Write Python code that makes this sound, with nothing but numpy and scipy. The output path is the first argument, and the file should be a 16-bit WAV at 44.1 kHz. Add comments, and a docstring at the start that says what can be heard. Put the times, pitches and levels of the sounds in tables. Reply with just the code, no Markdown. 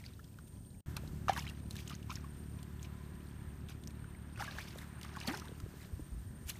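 """A soft squeeze of mud and small pops are heard first: bare feet squelch on a wet creek bank.
Mud is dense showers of ringing bubbles, single bursts and plops as decaying sines, and sliding cavity tones.
Far off, a boat engine throbs as a sum of harmonics over a low rumble, hiss and air of shaped noise.
Insects buzz as narrow-band noise, pitched just below a thin high whine; late on, wind nudges the
microphone in low swells. The level dips briefly before the first second is over, and returns abruptly."""
import sys
import numpy as np
from scipy import signal
from scipy.fft import rfft, irfft
from scipy.io import wavfile
from scipy.ndimage import uniform_filter1d

SR = 44100
rng = np.random.default_rng(int(sys.argv[2]) if len(sys.argv) > 2 else 0)


def log_audio(samples):
    """Write samples as a 16-bit WAV file to the path given in sys.argv[1]."""
    # one column per channel
    frames = np.atleast_2d(samples).T
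    # limit to full scale, then quantise
    limited = np.clip(frames, -1, 1)
    pcm = np.round(limited * 32767).astype(np.int16)
    wavfile.write(sys.argv[1], SR, pcm)


N = 290927
TIME = np.arange(N) / SR   # seconds

# All levels below are those before the output gain.
# Background noise. Each row: time in seconds, then rumble, distant hiss and air levels in dB.
BACKGROUND_LEVELS = [(0, -55.5, -73.5, -73), (.8, -54.5, -79.5, -76.5), (.87, -50, -64.5, -68),
                     (1.6, -52.5, -68, -74), (2.3, -55, -66.5, -73), (4.3, -54, -66, -76.5),
                     (4.9, -57, -62, -75), (5.8, -55.5, -65.5, -70.5), (6.6, -55.5, -71, -75)]
# Noise spectra, each rescaled to rms 1. Each row: frequency in Hz, relative density in dB.
RUMBLE_SPECTRUM = [(30, -18), (40, -5.5), (65, -5.5), (110, -1), (170, -8), (260, -12.5), (400, -24),
                   (600, -28), (1000, -36.5)]
HISS_SPECTRUM = [(240, 5.5), (400, 8.5), (488, -10), (635, -2), (1400, 0.5), (1520, -1), (1890, -4),
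                 (3500, -11), (4550, -17), (7700, -120)]
AIR_SPECTRUM = [(2000, -73), (2600, -7.5), (7500, -6.5), (8600, -6.5), (10300, -11.5), (12000, -7),
                (15000, -6.5), (15400, -26)]
# Resonances in the hiss. Each row: centre in Hz, width of one pass in Hz, level in dB relative to the hiss.
HISS_RESONANCES = [(1005, 48, -13), (1730, 500, -9.5)]
HISS_WAVER_DB, RESONANCE_WAVER_DB = 1.2, 2.5

# Bouts of the near insect. Each row: start in seconds, end in seconds, level in dB.
BUZZ_BOUTS = [(0.405, 0.832, -74), (1.47, 1.703, -73.5), (2.232, 2.62, -72.5), (3.002, 3.566, -77),
              (3.81, 4.47, -75.5), (4.87, 5.604, -73.5), (5.914, 6.462, -73)]
BUZZ_HZ, BUZZ_WIDTH_HZ = 8796, 65   # width of one pass through the resonance
CHORUS_HZ, CHORUS_WIDTH_HZ, CHORUS_DB = 8560, 300, -77.5
# Fundamental of the whine, itself silent. Each row: start in seconds, pitch in Hz.
WHINE_PITCHES = [(0, 1884), (.84, 1831.5), (1.1, 1860), (2.63, 1840), (3.65, 1871.5), (4.6, 1882.5)]
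# Audible harmonics of the whine. Each row: multiple of the fundamental, peak level in dB.
WHINE_HARMONICS = [(5, -85), (7, -81), (8, -82)]
WHINE_SLIDE_S = 0.05

# Gusts on the microphone. Each row: centre in seconds, envelope peak in dB, pitch in Hz,
# length in seconds between the points where the envelope is exp(-2) of its peak.
WIND_GUSTS = [(5.638, -36, 79.5, 0.018), (5.938, -35.5, 71.6, 0.029), (6.024, -43, 79, 0.011),
              (6.136, -36.5, 61, 0.039), (6.176, -40.5, 59.7, 0.11), (6.27, -46.5, 91.5, 0.062),
              (6.464, -39, 74, 0.022), (6.584, -47, 75, 0.027)]

# Engine loudness. Each row: time in seconds, level in dB.
ENGINE_LEVELS = [(0, -62.5), (.8, -59.5), (.87, -49), (2.5, -50), (4.3, -53), (5.3, -52), (5.9, -57),
                 (6.6, -57.5)]
# Engine firing rate. Each row: time in seconds, firings per second.
FIRING_RATES = [(0, 36.2), (.87, 36.1), (2.5, 36.3), (4.3, 36.5), (5.4, 36.85), (6.6, 37.4)]
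# Exhaust harmonics. Each row: multiple of the firing rate, relative level in dB.
EXHAUST_HARMONICS = [(2, 0.5), (3, -4), (4, -4), (5, -5.5), (6, -8.5), (7, -16.5), (8, -16.5), (9, -20),
                     (10, -15.5), (12, -28)]

SEEP_DB = -81
# Dull plops in wet footprints. Each row: start in seconds, peak level in dB, pitch in Hz.
FOOTPRINT_PLOPS = [(1.035, -49.5, 560), (4.758, -44.5, 530), (5.492, -46, 400), (5.517, -46, 430),
                   (5.662, -46.5, 390), (5.739, -47.5, 385), (5.856, -51, 370), (5.92, -53, 400)]
PLOP_SWELL_S, PLOP_T60_S = 0.0021, 0.012

# Sucks of a foot pulling free. Each row: start in seconds, starting level in dB, start pitch in Hz,
# target pitch in Hz (the slide overshoots it by half), time in seconds to fall 60 dB.
FOOT_SUCKS = [(1.915, -43.5, 1185, 1240, 0.048), (5.278, -35.5, 205, 348, 0.2),
              (5.281, -47.5, 3680, 2530, 0.07), (5.995, -42.5, 276, 312, 0.045)]
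SUCK_WOBBLE_DB = 3

# Mud squeezed under a foot. Each row: peak time in seconds, rise in seconds, fall in seconds,
# then peak levels in dB of the large bubbles, small bubbles and fizz.
MUD_SQUEEZES = [(0.001, .01, 0.018, -58, -62, -72), (0.06, .05, 0.12, -66.5, -66.5, -74),
                (0.478, 0.017, 0.016, -90, -71, -63), (0.966, 0.0019, 0.025, -51, -50, -79),
                (1.293, 0.01, 0.03, -42.5, -45, -67), (1.384, 0.076, 0.054, -49.5, -50, -51),
                (1.43, 0.028, 0.35, -61.5, -66, -81), (1.704, .004, 0.33, -96, -74, -65),
                (1.796, 0.047, 0.038, -68, -58.5, -70), (1.903, 0.064, 0.11, -66.5, -61, -73),
                (2.107, 0.017, 0.11, -61, -55, -62), (2.591, 0.0094, 0.018, -85, -65.5, -80),
                (2.842, 0.034, 0.032, -72, -60, -66), (3.697, 0.014, 0.044, -58.5, -55, -59),
                (4.408, 0.038, 0.15, -48, -53, -60), (4.513, 0.022, 0.073, -64, -58.5, -75),
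                (4.587, 0.053, 0.11, -58, -59.5, -63.5), (4.69, 0.26, 0.16, -98, -64.5, -68.5),
                (4.816, 0.13, 0.11, -62, -72, -65.5), (5.03, 0.017, 0.49, -66.5, -65.5, -76),
                (5.234, 0.076, 0.0086, -58, -61, -69), (5.28, 0.03, 0.045, -45.5, -48.5, -53),
                (5.345, 0.041, 0.057, -52, -57.5, -63), (5.39, 0.26, 0.033, -64.5, -63, -68),
                (5.43, 0.027, 0.16, -64, -72, -82), (5.84, 0.15, 0.046, -64.5, -68, -66.5),
                (6.499, 0.025, 0.025, -60.5, -48, -44), (6.59, 0.15, .05, -67, -66.5, -65.5)]
SQUEEZE_SPAN_DB = 20   # gained over the rise and lost over the fall
CLUMP_DB = 3.0         # spread of the chance swings in bubble level

# Bursting air pockets. Each row: start in seconds, tone level in dB, starting pitch in Hz,
# cycles to fall 60 dB, crack level in dB before its noise is band-passed.
AIR_POCKET_POPS = [(0.04, -48, 2200, 16, -63), (0.063, -44, 4540, 26, -57), (0.135, -59, 3860, 51, -62),
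                   (0.193, -52.5, 1350, 31, -63), (0.243, -55, 4800, 20, -57),
                   (0.387, -50.5, 1430, 18, -55), (0.705, -62, 4020, 23, -66), (0.967, -40, 4180, 10, -36),
                   (1.076, -51, 4050, 17, -56), (1.283, -24.5, 1235, 9.4, -43),
                   (1.295, -20, 772, 17, -40.5), (1.318, -43.5, 785, 37, -66),
                   (1.333, -47, 3020, 130, -41.5), (1.336, -48, 1100, 28, -60),
                   (1.364, -43.5, 1155, 40, -58), (1.377, -39.5, 940, 30, -60),
                   (1.376, -38.5, 1630, 31, -55), (1.384, -45, 2660, 60, -60), (1.393, -38, 5530, 21, -53),
                   (1.422, -48.5, 2850, 60, -65), (1.451, -55, 4070, 30, -62), (1.468, -37, 2270, 6.8, -55),
                   (1.477, -45, 3080, 61, -51), (1.489, -48.5, 2740, 70, -49), (1.497, -50, 2800, 32, -44),
                   (1.709, -42.5, 4260, 23, -42.5), (1.755, -51.5, 1700, 26, -46),
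                   (1.766, -42.5, 3800, 9.1, -44), (1.789, -44, 2380, 9.7, -63),
                   (1.876, -47, 3020, 14.0, -45), (1.879, -41.5, 6500, 25, -57),
                   (1.905, -46, 1270, 20, -60), (1.897, -46, 2920, 30, -44), (1.942, -47, 4350, 20, -62),
                   (1.951, -44, 6500, 24, -49), (2.028, -53, 2800, 20, -58), (2.096, -43, 1026, 49, -61),
                   (2.114, -40.5, 1220, 22, -64), (2.156, -36.5, 5400, 20, -48),
                   (2.171, -51, 1840, 30, -65), (2.243, -49.5, 1100, 22, -63), (2.629, -62, 714, 16, -46.5),
                   (2.795, -54.5, 3380, 30, -68), (2.829, -40.5, 6630, 12, -49),
                   (3.687, -46, 3530, 13, -53), (3.837, -49, 3500, 7.3, -53), (3.874, -38.5, 5600, 12, -46),
                   (3.906, -57, 3800, 16, -56), (4.043, -50, 1410, 15, -71), (4.149, -52, 2170, 17, -75),
                   (4.359, -51, 2550, 32, -63), (4.375, -47, 1500, 14, -52), (4.397, -39.5, 1340, 21, -48),
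                   (4.405, -39.5, 819, 30, -51), (4.407, -49, 2000, 40, -60), (4.422, -39, 1530, 25, -62),
                   (4.478, -43.5, 1640, 100, -67), (4.477, -48, 1140, 61, -65),
                   (4.511, -41.5, 3900, 13, -67), (4.585, -37, 1620, 16, -64), (4.604, -45, 2350, 20, -60),
                   (4.614, -48, 3550, 20, -59), (4.708, -52, 4800, 20, -64), (4.786, -45.5, 3600, 20, -48),
                   (5.013, -46, 2880, 20, -47), (5.031, -39.5, 4400, 8.8, -45),
                   (5.048, -45.5, 1230, 13, -50), (5.152, -46, 1520, 32, -62), (5.163, -43, 1490, 9.5, -49),
                   (5.168, -41, 1085, 32, -50), (5.186, -49, 4000, 20, -63), (5.202, -43, 5100, 30, -45),
                   (5.213, -40.5, 2780, 28, -55), (5.246, -49, 940, 50, -54), (5.274, -45, 820, 6, -37),
                   (5.276, -32.5, 4430, 56, -58), (5.283, -39.5, 1730, 14, -46),
                   (5.299, -38.5, 2050, 23, -62), (5.341, -39, 1550, 34, -55),
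                   (5.347, -42.5, 5300, 41, -54), (5.352, -45, 1310, 18, -55), (5.373, -41, 5700, 13, -46),
                   (5.398, -43, 5700, 17, -47), (5.419, -48, 1230, 28, -70), (5.455, -61, 2000, 9.7, -51),
                   (5.483, -46.5, 3760, 14, -57), (5.601, -54, 1320, 15, -47.5)]
POP_SWELL_CYCLES, POP_SWELL_S = 0.96, 0.00017   # the swell's time constant is their sum
POP_PHASE_GAIN_PER_CYCLE = 0.00037              # the pitch itself rises by twice this share
OVERTONE_RATIO, OVERTONE_DB, OVERTONE_CYCLES = 2.2, -13.5, 25   # cycles of the pop's pitch to fall 60 dB
CRACK_T60_S = 0.022
NEIGHBOUR_LAG_S, NEIGHBOUR_SPREAD = 0.0025, 0.3   # 1-2 lags later, at most this share off pitch
NEIGHBOUR_DB, NEIGHBOUR_TOP_DB = -6, -36          # relative to its pop, whose level is capped here

DIP_START_S, DIP_FADE_S, DIP_END_S, DIP_DB = 0.8054, 0.013, 0.86, -40
OUTPUT_GAIN_DB = 2.3
CUTOFF_HZ = 15800   # the stop band begins 500 Hz higher


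def amp(db):
    """Decibels express the logarithm of an amplitude ratio; this inverts it."""
    return 10 ** (np.asarray(db) / 20)


def rms_one(x):
    """Mean square measures power; the signal is scaled to rms 1."""
    return x / np.sqrt(np.mean(x ** 2) + 1e-20)


def in_time(rows):
    """Linear interpolation turns the columns of a timed table into continuous curves."""
    s, *columns = np.transpose(rows)
    return [np.interp(TIME, s, c) for c in columns]


def drift(rate_hz):
    """White noise through two equal low-pass poles at rate_hz wanders slowly, with rms 1."""
    step = 40   # samples between computed points
    r = np.exp(-2 * np.pi * rate_hz * step / SR)
    settle = 2000
    noise = rng.standard_normal(N // step + settle + 2)
    slow = signal.lfilter([1], [1, -2 * r, r * r], noise)[settle:]
    return np.interp(np.arange(N) / step, np.arange(len(slow)), rms_one(slow))


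def coloured(spectrum):
    """Multiplying the spectrum of white noise by a gain curve colours it; rms 1."""
    hz, level_db = np.transpose(spectrum)
    grid = np.fft.rfftfreq(N, 1 / SR) + 1   # the offset keeps the logarithm finite
    gain = amp(np.interp(np.log(grid), np.log(hz), level_db, left=-90, right=-90))
    return rms_one(irfft(rfft(rng.standard_normal(N)) * gain, N))


def ring(clicks, hz, t60):
    """A damped resonator answers a unit impulse with a sine that falls 60 dB in t60 seconds."""
    r = amp(-60 / (t60 * SR))
    w = 2 * np.pi * hz / SR
    return signal.lfilter([0, np.sin(w)], [1, -2 * r * np.cos(w), r * r], clicks + 1e-18)


def narrow_noise(hz, width_hz):
    """Damping sets the bandwidth of a resonance; noise passes through it twice, rms 1."""
    t60 = np.log(1000) / np.pi / width_hz
    once = ring(rng.standard_normal(N), hz, t60)
    return rms_one(ring(once, hz, t60))


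def grains(per_s, low_hz, high_hz, cycles, spread_db, tilt, count=14):
    """Random impulses excite resonators: each bubble swells and dies over a few cycles; rms 1."""
    sizes = amp(spread_db * np.minimum(rng.exponential(1, N), 4)) * rng.choice([-1, 1], N)
    born = sizes * (rng.random(N) < per_s / SR)
    pitch_index = rng.integers(0, count, N)
    total = np.zeros(N)
    for k, hz in enumerate(np.geomspace(low_hz, high_hz, count)):
        # two rings in a row give the soft start
        once = ring(born * (pitch_index == k), hz, cycles / hz)
        twice = ring(once, hz, cycles / hz)
        # the tilt keeps the quick small bubbles from vanishing
        total += hz ** tilt * twice
    return rms_one(total)


def surroundings():
    """Broadband noise with distinct spectra gives rumble, distant resonant hiss and bright air."""
    rumble_db, hiss_db, air_db = in_time(BACKGROUND_LEVELS)
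    rumble = amp(rumble_db + 1.5 * drift(8)) * coloured(RUMBLE_SPECTRUM)
    resonances = np.zeros(N)
    for hz, width_hz, db in HISS_RESONANCES:
        resonances += amp(db + RESONANCE_WAVER_DB * drift(4.3)) * narrow_noise(hz, width_hz)
    hiss_gain = amp(hiss_db + HISS_WAVER_DB * drift(3.4))
    hiss = hiss_gain * (coloured(HISS_SPECTRUM) + resonances)
    air = amp(air_db + 1.0 * drift(25)) * coloured(AIR_SPECTRUM)
    return rumble + hiss + air


def insects():
    """Narrow-band noise makes a buzzer in bouts and a steady chorus; harmonics make a thin whine."""
    bouts = np.zeros(N)
    for start, end, db in BUZZ_BOUTS:
        bouts += amp(db) * ((TIME > start) & (TIME < end))
    # 900 samples of averaging soften the edges of each bout
    buzz = uniform_filter1d(bouts, size=900) * narrow_noise(BUZZ_HZ, BUZZ_WIDTH_HZ)
    chorus = amp(CHORUS_DB) * narrow_noise(CHORUS_HZ, CHORUS_WIDTH_HZ)

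    starts, pitches = np.transpose(WHINE_PITCHES)
    held = pitches[np.searchsorted(starts, TIME, "right") - 1]
    gliding = uniform_filter1d(held, size=round(WHINE_SLIDE_S * SR), mode="nearest")
    turns = np.cumsum(gliding) / SR + 0.05 * drift(12)
    whine = np.zeros(N)
    for k, db in WHINE_HARMONICS:
        whine += amp(db + 2.4 * drift(36.0)) * np.sin(2 * np.pi * k * turns)
    return buzz + chorus + whine


def wind():
    """Moving air displaces the membrane: each gust is a low sine under a Gaussian envelope."""
    out = np.zeros(N)
    for s, db, hz, length in WIND_GUSTS:
        t = TIME - s
        out += amp(db) * np.exp(-8 * (t / length) ** 2) * np.sin(2 * np.pi * hz * t)
    return out


def engine():
    """Harmonics in phase sum to one thump a firing; chance varies its strength and timing."""
    turns = np.cumsum(in_time(FIRING_RATES)[0]) / SR + 0.012 * drift(9.9)
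    thumps = np.zeros(N)
    for k, db in EXHAUST_HARMONICS:
        thumps += amp(db) * np.cos(2 * np.pi * round(k) * turns)
    return amp(in_time(ENGINE_LEVELS)[0] + 0.5 * drift(12)) * rms_one(thumps)


def seep():
    """Sparse random excitation: small bubbles burst now and then as the wet bank ticks by itself."""
    bubbles = grains(90, 2300, 7000, cycles=16.0, spread_db=2.0, tilt=1.1)
    return amp(SEEP_DB + 1.7 * drift(5)) * bubbles


def plops():
    """A water-filled hollow is a strongly damped resonator: a soft click sets it ringing."""
    out = np.zeros(N)
    for s, peak_db, hz in FOOTPRINT_PLOPS:
        t = np.clip(TIME - s, 0, 1)
        shape = amp(-60 * t / PLOP_T60_S) * (1 - np.exp(-t / PLOP_SWELL_S))
        out += amp(peak_db) * shape / shape.max() * np.sin(2 * np.pi * hz * t)
    return out


def sucks():
    """The resonance of a closing cavity shifts with its shape: a dying, unsteady, sliding tone."""
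    out, wobble = np.zeros(N), drift(170)
    for s, peak_db, start_hz, target_hz, t60 in FOOT_SUCKS:
        t = np.clip(TIME - s, 0, 1)
        slide = np.minimum(t / (0.243 * t60), 1.5)
        hz = start_hz + (target_hz - start_hz) * slide
        turns = np.cumsum(hz * (t > 0)) / SR
        level_db = peak_db - 60 * (t / t60) ** 1.18 + SUCK_WOBBLE_DB * wobble
        out += amp(level_db) * np.sin(2 * np.pi * turns)
    return out


def squelch():
    """Smaller bubbles ring higher: large, small and tiny ones follow each squeeze in clumps."""
    levels = np.zeros((3, N))
    for s, rise, fall, *peaks_db in MUD_SQUEEZES:
        before = (s - TIME) / max(rise, 0.001)
        after = (TIME - s) / max(fall, 0.001)
        away = np.where(TIME < s, before, after)
        levels += np.outer(amp(peaks_db), amp(-SQUEEZE_SPAN_DB * away))
    large = grains(700, 587, 2040, cycles=12.0, spread_db=3.0, tilt=2.16)
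    large *= amp(CLUMP_DB * drift(62))
    small = grains(1800, 2260, 6370, cycles=19.0, spread_db=1.0, tilt=1.0, count=18)
    small *= amp(CLUMP_DB * drift(70))
    tiny = grains(5000, 6500, 18600, cycles=4.5, spread_db=3.5, tilt=0.95)
    tiny *= amp(CLUMP_DB * drift(35))
    return np.sum(levels * [large, small, tiny], axis=0)


def pops():
    """A bursting air pocket rings as a damped, rising tone with a noise crack and a smaller neighbour."""
    length, count = 3000, len(AIR_POCKET_POPS)   # samples given to each burst
    out, t = np.zeros(N + length), np.arange(length) / SR
    band = signal.butter(1, [2500, 9000], "band", fs=SR, output="sos")
    puffs = signal.sosfilt(band, rng.standard_normal((count, length)))
    chances = rng.random((count, 2))
    for (s, peak_db, hz, cycles, crack_db), puff, (late, off) in zip(AIR_POCKET_POPS, puffs, chances):
        turns = hz * t
        swell = 1 - np.exp(-turns / (POP_SWELL_CYCLES + hz * POP_SWELL_S))
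        shape = amp(-60 * turns / max(cycles, 2)) * swell
        shape /= shape.max()
        tone = shape * np.sin(2 * np.pi * turns * (1 + POP_PHASE_GAIN_PER_CYCLE * turns))
        overtone_gain = amp(OVERTONE_DB - 60 * turns / OVERTONE_CYCLES)
        tone += overtone_gain * np.sin(2 * np.pi * OVERTONE_RATIO * turns)
        crack = amp(crack_db - 60 * t / CRACK_T60_S) * puff
        i = round(s * SR)
        out[i:i + length] += amp(peak_db) * tone + crack

        i += round((1 + late) * NEIGHBOUR_LAG_S * SR)
        near_turns = turns * (1 + NEIGHBOUR_SPREAD * (2 * off - 1))
        near_gain = amp(min(peak_db, NEIGHBOUR_TOP_DB) + NEIGHBOUR_DB)
        out[i:i + length] += near_gain * shape * np.sin(2 * np.pi * near_turns)
    return out[:N]


def scene():
    """By superposition the pressures of all sources add, here in one channel."""
    background = surroundings() + insects() + wind() + engine()
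    mud = seep() + plops() + sucks() + squelch() + pops()
    return (background + mud)[None]


def record(dry):
    """Gain scales every source alike, with one brief dip; a low-pass filter removes the top."""
    faded = np.clip((TIME - DIP_START_S) / DIP_FADE_S, 0, 1) * (TIME < DIP_END_S)
    levelled = dry * amp(OUTPUT_GAIN_DB + DIP_DB * faded)
    low_pass = signal.cheby2(12, 70, CUTOFF_HZ + 500, fs=SR, output="sos")
    return signal.sosfilt(low_pass, levelled)


dry = scene()
out = record(dry)
log_audio(out)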